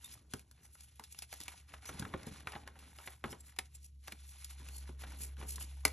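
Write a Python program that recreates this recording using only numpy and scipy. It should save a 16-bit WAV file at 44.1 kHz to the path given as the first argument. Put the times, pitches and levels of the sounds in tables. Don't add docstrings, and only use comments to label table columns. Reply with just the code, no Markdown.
import sys
import numpy as np
from scipy import signal
from scipy.fft import rfft, irfft, next_fast_len
from scipy.io import wavfile
from scipy.ndimage import uniform_filter1d

SR = 44100
rng = np.random.default_rng(int(sys.argv[2]) if len(sys.argv) > 2 else 0)


def log_audio(samples):
    frames = np.atleast_2d(samples).T
    limited = np.clip(frames, -1, 1)
    pcm = np.round(limited * 32767).astype(np.int16)
    wavfile.write(sys.argv[1], SR, pcm)


N = 261072
TIME = np.arange(N) / SR


def undb(db):
    return 10 ** (np.asarray(db) / 20)


def unit(x):
    return x / np.sqrt(np.mean(x ** 2) + 1e-30)


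def strength(sound, db):
    return sound * undb(db) * np.sqrt(0.01 * SR / np.sum(sound ** 2))


def curves(table):
    s, *columns = np.transpose(table)
    return [np.interp(TIME, s, c) for c in columns]


def add(track, s, sound):
    start = max(int(s * SR), 0)
    track[start:start + len(sound)] += sound[:max(N - start, 0)]


def colour(x, spectrum, ring_hz=1000, ring_db=0, ring_octaves=0.23, size=2048):
    octave = np.log2(np.maximum(np.arange(size // 2 + 1) * SR / size, 1))
    hz, db = np.transpose(spectrum)
    base = np.interp(octave, np.log2(hz), db)
    resonance = ring_db / (1 + ((octave - np.log2(ring_hz)) / ring_octaves) ** 2)
    cepstrum = irfft(np.log(undb(base + resonance)))
    cepstrum[1:size // 2] *= 2
    cepstrum[size // 2 + 1:] = 0
    response = irfft(np.exp(rfft(cepstrum)))
    return signal.fftconvolve(x, response)[:len(x)]


def walk(rate):
    steps = rng.standard_normal(N // 20)
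    held = steps[(TIME * rate).astype(int)]
    return 1.3 * uniform_filter1d(held, max(int(SR / rate), 1))


def grains(rate, spread_db):
    chance = rng.random(N)
    size = np.minimum(rng.exponential(size=N), 4)
    sign = rng.choice([-1, 1], N)
    return unit((chance < rate / SR) * undb(spread_db * size) * sign)


def gesture(start, length, attack_s, release_s, sag_db_per_s):
    since = TIME - start
    rise = np.exp(-(np.minimum(since, 0) / attack_s) ** 2)
    sag = undb(-sag_db_per_s * np.clip(since, 0, length))
    release = np.exp(-np.maximum(since - length, 0) / release_s)
    return rise * sag * release


# frequency in Hz, level in dB per Hz.
ROOM_TONE = [(20, 0.5), (45, -13), (70, -10.5), (100, -1.5), (200, -17.5), (400, -27.5), (900, -51.5),
             (2500, -48), (11000, -39), (13000, -55), (16000, -86)]


def room_tone():
    return unit(colour(rng.standard_normal(N), ROOM_TONE)) * undb(-68)


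# time in seconds, pitch in Hz, level in dB before the trim.
HUM = [(0.1, 72.1, -68), (2.14, 71.57, -57), (3.08, 70.8, -60), (3.97, 68.9, -54.5), (4.06, 68.6, -59),
       (4.67, 67.33, -48), (5.79, 66.9, -45.5), (5.92, 68.4, -46)]


def hum(trim_db=-1, beat_hz=64.2, beat_db=-68, second_db=-20):
    hz, db = curves(HUM)
    phase = 2 * np.pi * np.cumsum(hz + 0.78 * walk(19)) / SR
    level = undb(db + trim_db + 0.88 * walk(6.5))
    tone = (np.sin(phase) + undb(second_db) * np.sin(2 * phase)) * level
    steady = undb(beat_db) * np.sin(2 * np.pi * beat_hz * TIME)
    return np.sqrt(2) * (tone + steady)


# frequency in Hz, level in dB per Hz.
BODY = [(100, 0.5), (300, -11.5), (700, 0), (1300, -2.5), (2400, -1.5), (3800, -5.5), (5000, -15),
        (9000, -59), (16000, -95)]


def chips(rate=130, low_hz=700, high_hz=4500, spread_db=4.5, size=1024):
    out, t = np.zeros(N), np.arange(size) / SR
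    for when, pitch, weight in rng.random((int(rate * N / SR), 3)):
        hz = low_hz * (high_hz / low_hz) ** pitch
        burst = rng.standard_normal(size) * np.exp(-t / 0.0015)
        tick = colour(burst, BODY, hz, ring_db=13, size=512)
        db = -spread_db * np.log(weight + 0.071) - 4 * pitch
        add(out, when * N / SR, strength(tick, db))
    return unit(out)


def crumbs(spectrum, low_hz, high_hz, rate, spread_db, ring_db, flicker_db, count=6):
    total = np.zeros(N)
    for hz in np.geomspace(low_hz, high_hz, count):
        flurries = grains(rate / count, spread_db) * undb(flicker_db * walk(110))
        total += colour(flurries, spectrum, hz, ring_db)
    return unit(total)


# frequency in Hz, level in dB per Hz.
PATTER = [(60, -1.5), (110, 1.5), (220, -2.5), (400, -9), (600, -14), (1500, -19), (16000, -72)]
CRUNCH = [(150, -4), (450, -11), (800, -0.5), (1350, 7), (1650, 6), (2100, 9), (3000, 1.5), (4200, -1),
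          (6000, -7), (16000, -74)]
POWDER = [(600, -50), (2500, 6.5), (4500, 3), (5600, 3), (6400, 3), (7400, 3), (8500, 4), (11000, 10),
          (11700, -0.5), (12500, -24), (14000, -39), (16000, -68)]
# start in seconds, length in seconds, crunch level in dB and
# powder level in dB, both before the layer trims.
SQUEEZES = [(0.031, 0.13, -65, -57), (.33, 0.052, -69.5, -59.5), (.57, 0.094, -69.5, -70.5),
            (0.801, 0.11, -70.5, -63.5), (0.981, .13, -72, -62), (1.17, 0.063, -69, -57),
            (1.328, .1, -63.5, -53.5), (1.471, 0.11, -59, -55.5), (1.712, 0.046, -59, -59),
            (1.839, 0.26, -55.5, -55.5), (2.15, 0.072, -56, -60), (2.282, .12, -57, -55.5),
            (2.49, 0.093, -55, -56), (2.6, 0.091, -61, -65), (2.79, 0.13, -62.5, -63),
            (2.971, .16, -59, -62.5), (3.279, 0.056, -59.5, -55.5), (3.461, 0.037, -64, -65),
            (3.651, 0.17, -75, -68), (4.06, 0.099, -66, -59), (4.19, .13, -68.5, -61),
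            (4.361, 0.17, -62.5, -54), (4.58, .31, -59.5, -56), (5.019, 0.13, -55.5, -54.5),
            (5.22, 0.081, -61, -60.5), (5.401, 0.039, -57.5, -55.5), (5.55, 0.13, -63, -54.5),
            (5.73, 0.052, -64.5, -59.5), (5.86, .06, -60, -59)]
# start in seconds, length in seconds, level in dB before the trim.
POURS = [(.06, 0.41, -66), (.6, 0.05, -68.5), (1.719, .02, -59.5), (1.92, 0.354, -48.5),
         (2.35, 0.35, -56.5), (2.76, 0.13, -60.5), (3.26, 0.066, -52.5), (4.62, 0.32, -61),
         (5.039, .22, -55.5), (5.41, 0.033, -50.5), (5.57, 0.07, -56.5)]


def crumbling(resting_crunch_db=-84.5, resting_powder_db=-73.5, spill_db=-9.5):
    crunching, rubbing = undb(resting_crunch_db), undb(resting_powder_db)
    for start, length, crunch_db, powder_db in SQUEEZES:
        grip = gesture(start, length, attack_s=0.033, release_s=0.047, sag_db_per_s=6)
        crunching = np.maximum(crunching, grip * undb(crunch_db))
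        rubbing = np.maximum(rubbing, grip * undb(powder_db))
    falling = crunching * undb(spill_db)
    for start, length, db in POURS:
        pour = gesture(start, length, attack_s=0.027, release_s=0.065, sag_db_per_s=8)
        falling = np.maximum(falling, undb(db) * pour)

    fits = walk(60)
    patter = crumbs(PATTER, 77, 500, rate=830, spread_db=2, ring_db=2.5, flicker_db=1)
    meal = crumbs(CRUNCH, 870, 4000, rate=2600, spread_db=3, ring_db=9, flicker_db=3)
    powder = crumbs(POWDER, 3600, 11500, rate=12000, spread_db=2.8, ring_db=9, flicker_db=3)
    crunch = meal * undb(3.1 * fits) + chips() * undb(-0.5)

    patter_layer = patter * falling * undb(-4)
    crunch_layer = crunch * crunching * undb(-8.5)
    powder_layer = powder * rubbing * undb(-4.5 + 2.25 * fits)
    return patter_layer + crunch_layer + powder_layer


# frequency in Hz, level in dB per Hz.
SWISH = [(300, -12), (1500, -24), (2500, -7), (3600, -10.5), (4800, -4), (6000, -4.5), (7300, 0.5),
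         (8500, 3.5), (11200, 5.5), (12200, -6), (13500, -20), (16000, -24)]
# loudest moment in seconds, level there in dB,
# length in seconds between the points 10 dB down, squeak in Hz, squeak boost in dB.
SWISHES = [(0.054, -55, 0.057, 3660, 25), (0.135, -46, 0.024, 7100, -6), (0.646, -61, 0.055, 6000, 14),
           (0.747, -59, 0.046, 10300, 10), (0.84, -54, 0.035, 6460, 7), (1.125, -52.5, .022, 10500, -6),
           (1.887, -48.5, 0.033, 5990, 22), (3.057, -55.5, 0.17, 3720, 16), (3.311, -49.5, .022, 5320, 15),
           (3.407, -58, 0.028, 7500, 14), (3.477, -54.5, 0.051, 7300, 5), (3.754, -53, .026, 7470, 13),
           (3.848, -56.5, 0.05, 5710, 13), (4.293, -56.5, .07, 3400, 8), (4.766, -51, 0.08, 4410, 14),
           (5.23, -42, 0.068, 10100, -0.5), (5.507, -40, 0.048, 11000, 1.5), (5.62, -41.5, 0.038, 7160, 5)]


def swishes(shape=1.37, catch_db=3, squeak_octaves=0.034):
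    out = np.zeros(N)
    drag = grains(rate=13000, spread_db=1.5) * undb(catch_db * walk(210))
    for s, db, length, hz, squeak_db in SWISHES:
        span = np.abs(TIME - s) < 0.2
        fade_db = 10 * np.abs(2 * (TIME[span] - s) / length) ** shape
        rub = unit(colour(drag[span], SWISH, hz, squeak_db, squeak_octaves))
        out[span] += undb(db - fade_db) * rub
    return out


# multiple of its pitch before detuning, level in dB, t60 in seconds.
THUMP_MODES = [(0.683, -8, 0.11), (1.001, 2, 0.063), (1.45, -0.5, 0.065), (2.1, -9, 0.051),
               (2.9, -19, 0.091)]
# start in seconds, ring level in dB, pitch in Hz.
THUMPS = [(0.339, -41.5, 141.4), (.339, -47, 251), (.998, -61, 227), (1.328, -67, 288), (1.404, -59, 208),
          (1.896, -54.5, 337), (1.999, -39.5, 135), (2.021, -39, 128), (2.067, -49, 165),
          (2.141, -40.5, 365), (2.145, -46, 198), (2.27, -40.5, 147.5), (2.315, -47, 129),
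          (2.553, -48, 226), (3.073, -56, 364), (3.243, -41.5, 238), (3.256, -45, 149), (3.325, -50, 240),
          (3.586, -52, 272), (4.083, -61, 300), (4.125, -56.5, 205), (4.599, -58.5, 236), (4.892, -49, 242),
          (5.429, -54, 232), (5.852, -40, 290)]


def thumps(push_s=0.0015, thud_db=-7, thud_s=0.0059, ring_db=9, size=8192):
    out, t = np.zeros(N), np.arange(size) / SR
    push = 1 - np.exp(-t / push_s)
    for s, db, hz in THUMPS:
        ring = np.zeros(size)
        for multiple, mode_db, t60 in THUMP_MODES:
            mode_hz = hz * multiple * (1 + 0.02 * rng.standard_normal())
            ring += undb(mode_db - 60 * t / t60) * np.sin(2 * np.pi * mode_hz * t)
        contact = rng.standard_normal(size) * push * np.exp(-t / thud_s)
        thud = colour(contact, PATTER, hz, ring_db)
        add(out, s, strength(ring * push, db) + strength(thud, db + thud_db))
    return out


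# frequency in Hz, level in dB per Hz.
TREBLE = [(500, -71), (2500, -2), (4500, 8), (5600, 9.5), (6400, 6.5), (7400, 10), (8500, 12), (11000, 13),
          (12200, 3.5), (13500, -22), (16000, -12)]
RUBBLE = [(100, -41), (280, -4), (420, 6), (560, -6.5), (800, 5.5), (1300, 5.5), (1700, -3.5), (2400, -9.5),
          (4000, -40.5), (16000, -47)]
# start in seconds, body level in dB, treble level in dB,
# ring of the piece in Hz, decay time of the running fracture in seconds.
CRACKS = [(0.3358, -46.5, -41.5, 1540, 0.0024), (.393, -64, -57, 2440, 0.0034),
          (.5121, -68.5, -59.5, 1540, 0.00074), (0.7519, -64, -66, 1330, .0013),
          (0.806, -67, -54.5, 2440, 0.0037), (0.9953, -50.5, -53.5, 950, 0.0019),
          (1.038, -56.5, -52.5, 4020, 0.00075), (1.146, -59.5, -62, 3000, 0.0011),
          (1.188, -58, -45.5, 3820, .0026), (1.221, -51.5, -45.5, 2540, 0.0068),
          (1.3271, -49, -49, 1900, 0.0013), (1.3373, -63, -49.5, 1240, .0028),
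          (1.4024, -59.5, -47.5, 1900, .002), (1.412, -53, -50.5, 3620, 0.0006),
          (1.4347, -70, -50, 3520, 0.0013), (1.4806, -45.5, -47, 2550, 0.0022),
          (1.7374, -49, -63, 1500, 0.0065), (1.8548, -55, -49, 2150, 0.008), (1.8907, -45, -61, 1300, .005),
          (1.9948, -67, -42.5, 1510, 0.0028), (2.024, -47.5, -62, 1570, 0.0019),
          (2.051, -47, -60, 1290, 0.0024), (2.138, -41.5, -62, 1170, 0.0032),
          (2.231, -58.5, -57, 720, 0.002), (2.2664, -72, -53, 828, .003), (2.4714, -39, -53, 1400, 0.0019),
          (2.5204, -52.5, -55, 2500, .001), (2.5339, -49, -70, 1160, 0.0053),
          (2.5521, -48, -72, 1710, 0.0046), (2.56, -47, -74, 835, 0.0033), (2.6752, -49, -56, 1630, 0.0013),
          (2.7549, -60, -71, 855, 0.011), (2.7894, -64.5, -58.5, 2450, .0072),
          (2.9861, -53.5, -59, 1300, 0.00092), (3.0008, -58.5, -75, 810, 0.0024),
          (3.0742, -45, -55, 2000, 0.0054), (3.2402, -38.5, -57, 1200, 0.00073),
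          (3.2785, -57.5, -74, 700, 0.0027), (3.327, -50, -56.5, 814, 0.0029),
          (3.563, -63.5, -62, 2240, 0.00048), (3.5871, -37.5, -36, 2160, 0.0028),
          (4.0743, -55, -53, 2400, 0.0049), (4.0802, -49, -50.5, 1700, 0.0014),
          (4.121, -49, -49, 2160, 0.0028), (4.4446, -81, -44, 3880, 0.0033),
          (4.6862, -57, -54, 2470, .0015), (4.8912, -59, -72, 1012, 0.0043),
          (5.0186, -61, -55, 980, 0.0034), (5.037, -49, -59, 1500, .0008),
          (5.1203, -58.5, -58, 1080, .0052), (5.3681, -63.5, -70, 1450, .0018),
          (5.412, -52.5, -69, 960, 0.0029), (5.4254, -52.5, -68, 1161, .0023),
          (5.5579, -77, -44, 3570, .0042), (5.5805, -54.5, -71, 950, .0017),
          (5.6075, -51.5, -50, 2870, 0.015), (5.8512, -28, -25, 2020, 0.0015),
          (5.8786, -51, -45, 1780, 0.0015)]


def cracks(ring_db=10, ring_octaves=0.24, size_shift=0.38, rise_s=0.00058, jag_db=4,
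           dust_db=-18, dust_s=0.011, rubble_db=-8, rubble_cycles=14, size=4096):
    out, t = np.zeros(N), np.arange(size) / SR
    for s, body_db, treble_db, hz, run_s in CRACKS:
        low, high, loose, jag = rng.standard_normal((4, size))
        attack = (1 - np.exp(-(t / rise_s) ** 2)) * undb(jag_db * jag)
        burst = attack * (np.exp(-t / run_s) + undb(dust_db) * np.exp(-t / dust_s))
        piece = np.array(BODY) * [(hz / 1700) ** size_shift, 1]
        body = colour(low * burst, piece, hz, ring_db, ring_octaves)
        add(out, s, strength(body, body_db))
        add(out, s, strength(colour(high * burst, TREBLE), treble_db))
        tumble = loose * attack * np.exp(-t * hz / rubble_cycles)
        weight_db = -5 * np.log2(hz / 1300)
        add(out, s, strength(colour(tumble, RUBBLE), body_db + rubble_db + weight_db))
    return out


def reflections(t60, db, delay_s, size=16384):
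    t = np.arange(size) / SR
    tail = rng.standard_normal(size) * undb(-60 * t / t60) * (t > delay_s)
    return tail * undb(db) / np.sqrt(np.sum(tail ** 2))


# frequency in Hz, phase in radians.
PORT_LEAD = [(0, 0), (120, -.02), (400, -.25), (1150, -.35), (1500, 0), (1900, .1), (2700, .7), (4000, .7),
             (4500, 1.5), (5200, 5.3), (5600, 6.2), (6100, 6.4), (8500, 9.1), (9400, 9.6), (12200, 12.5),
             (13700, 12.6), (15300, 15.7)]


def ports(x):
    padded = next_fast_len(N + 2048)
    spectrum = rfft(x, padded)
    lead = np.interp(np.arange(len(spectrum)) * SR / padded, *np.transpose(PORT_LEAD))
    return np.array([irfft(spectrum * np.exp(side * 0.5j * lead), padded)[:N] for side in (1, -1)])


# frequency in Hz, level in dB per Hz.
FAR_WALLS = [(60, -36.5), (130, -12), (280, 7), (700, 10), (1300, 2), (2500, -11.5), (8000, -16),
             (16000, -20)]


def far_answer(chalk):
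    far = colour(chalk, FAR_WALLS)
    sides = [signal.fftconvolve(far, reflections(t60=0.17, db=-15, delay_s=0.00295))[:N] for _ in range(2)]
    return np.array(sides)


def scene():
    chalk = crumbling() + swishes() + thumps() + cracks()
    close_echoes = reflections(t60=0.035, db=-15, delay_s=0.001)
    room_tail = reflections(t60=0.21, db=-18, delay_s=0.0028)
    near = chalk + signal.fftconvolve(chalk, close_echoes + room_tail)[:N]
    return ports(near + hum() + room_tone()) + far_answer(chalk)


def record(dry):
    bass_cut = signal.butter(3, 42, "highpass", fs=SR, output="sos")
    top_cut = signal.ellip(8, 0.2, 70, 15600, fs=SR, output="sos")
    return signal.sosfilt(top_cut, signal.sosfilt(bass_cut, dry))


dry = scene()
out = record(dry)
log_audio(out)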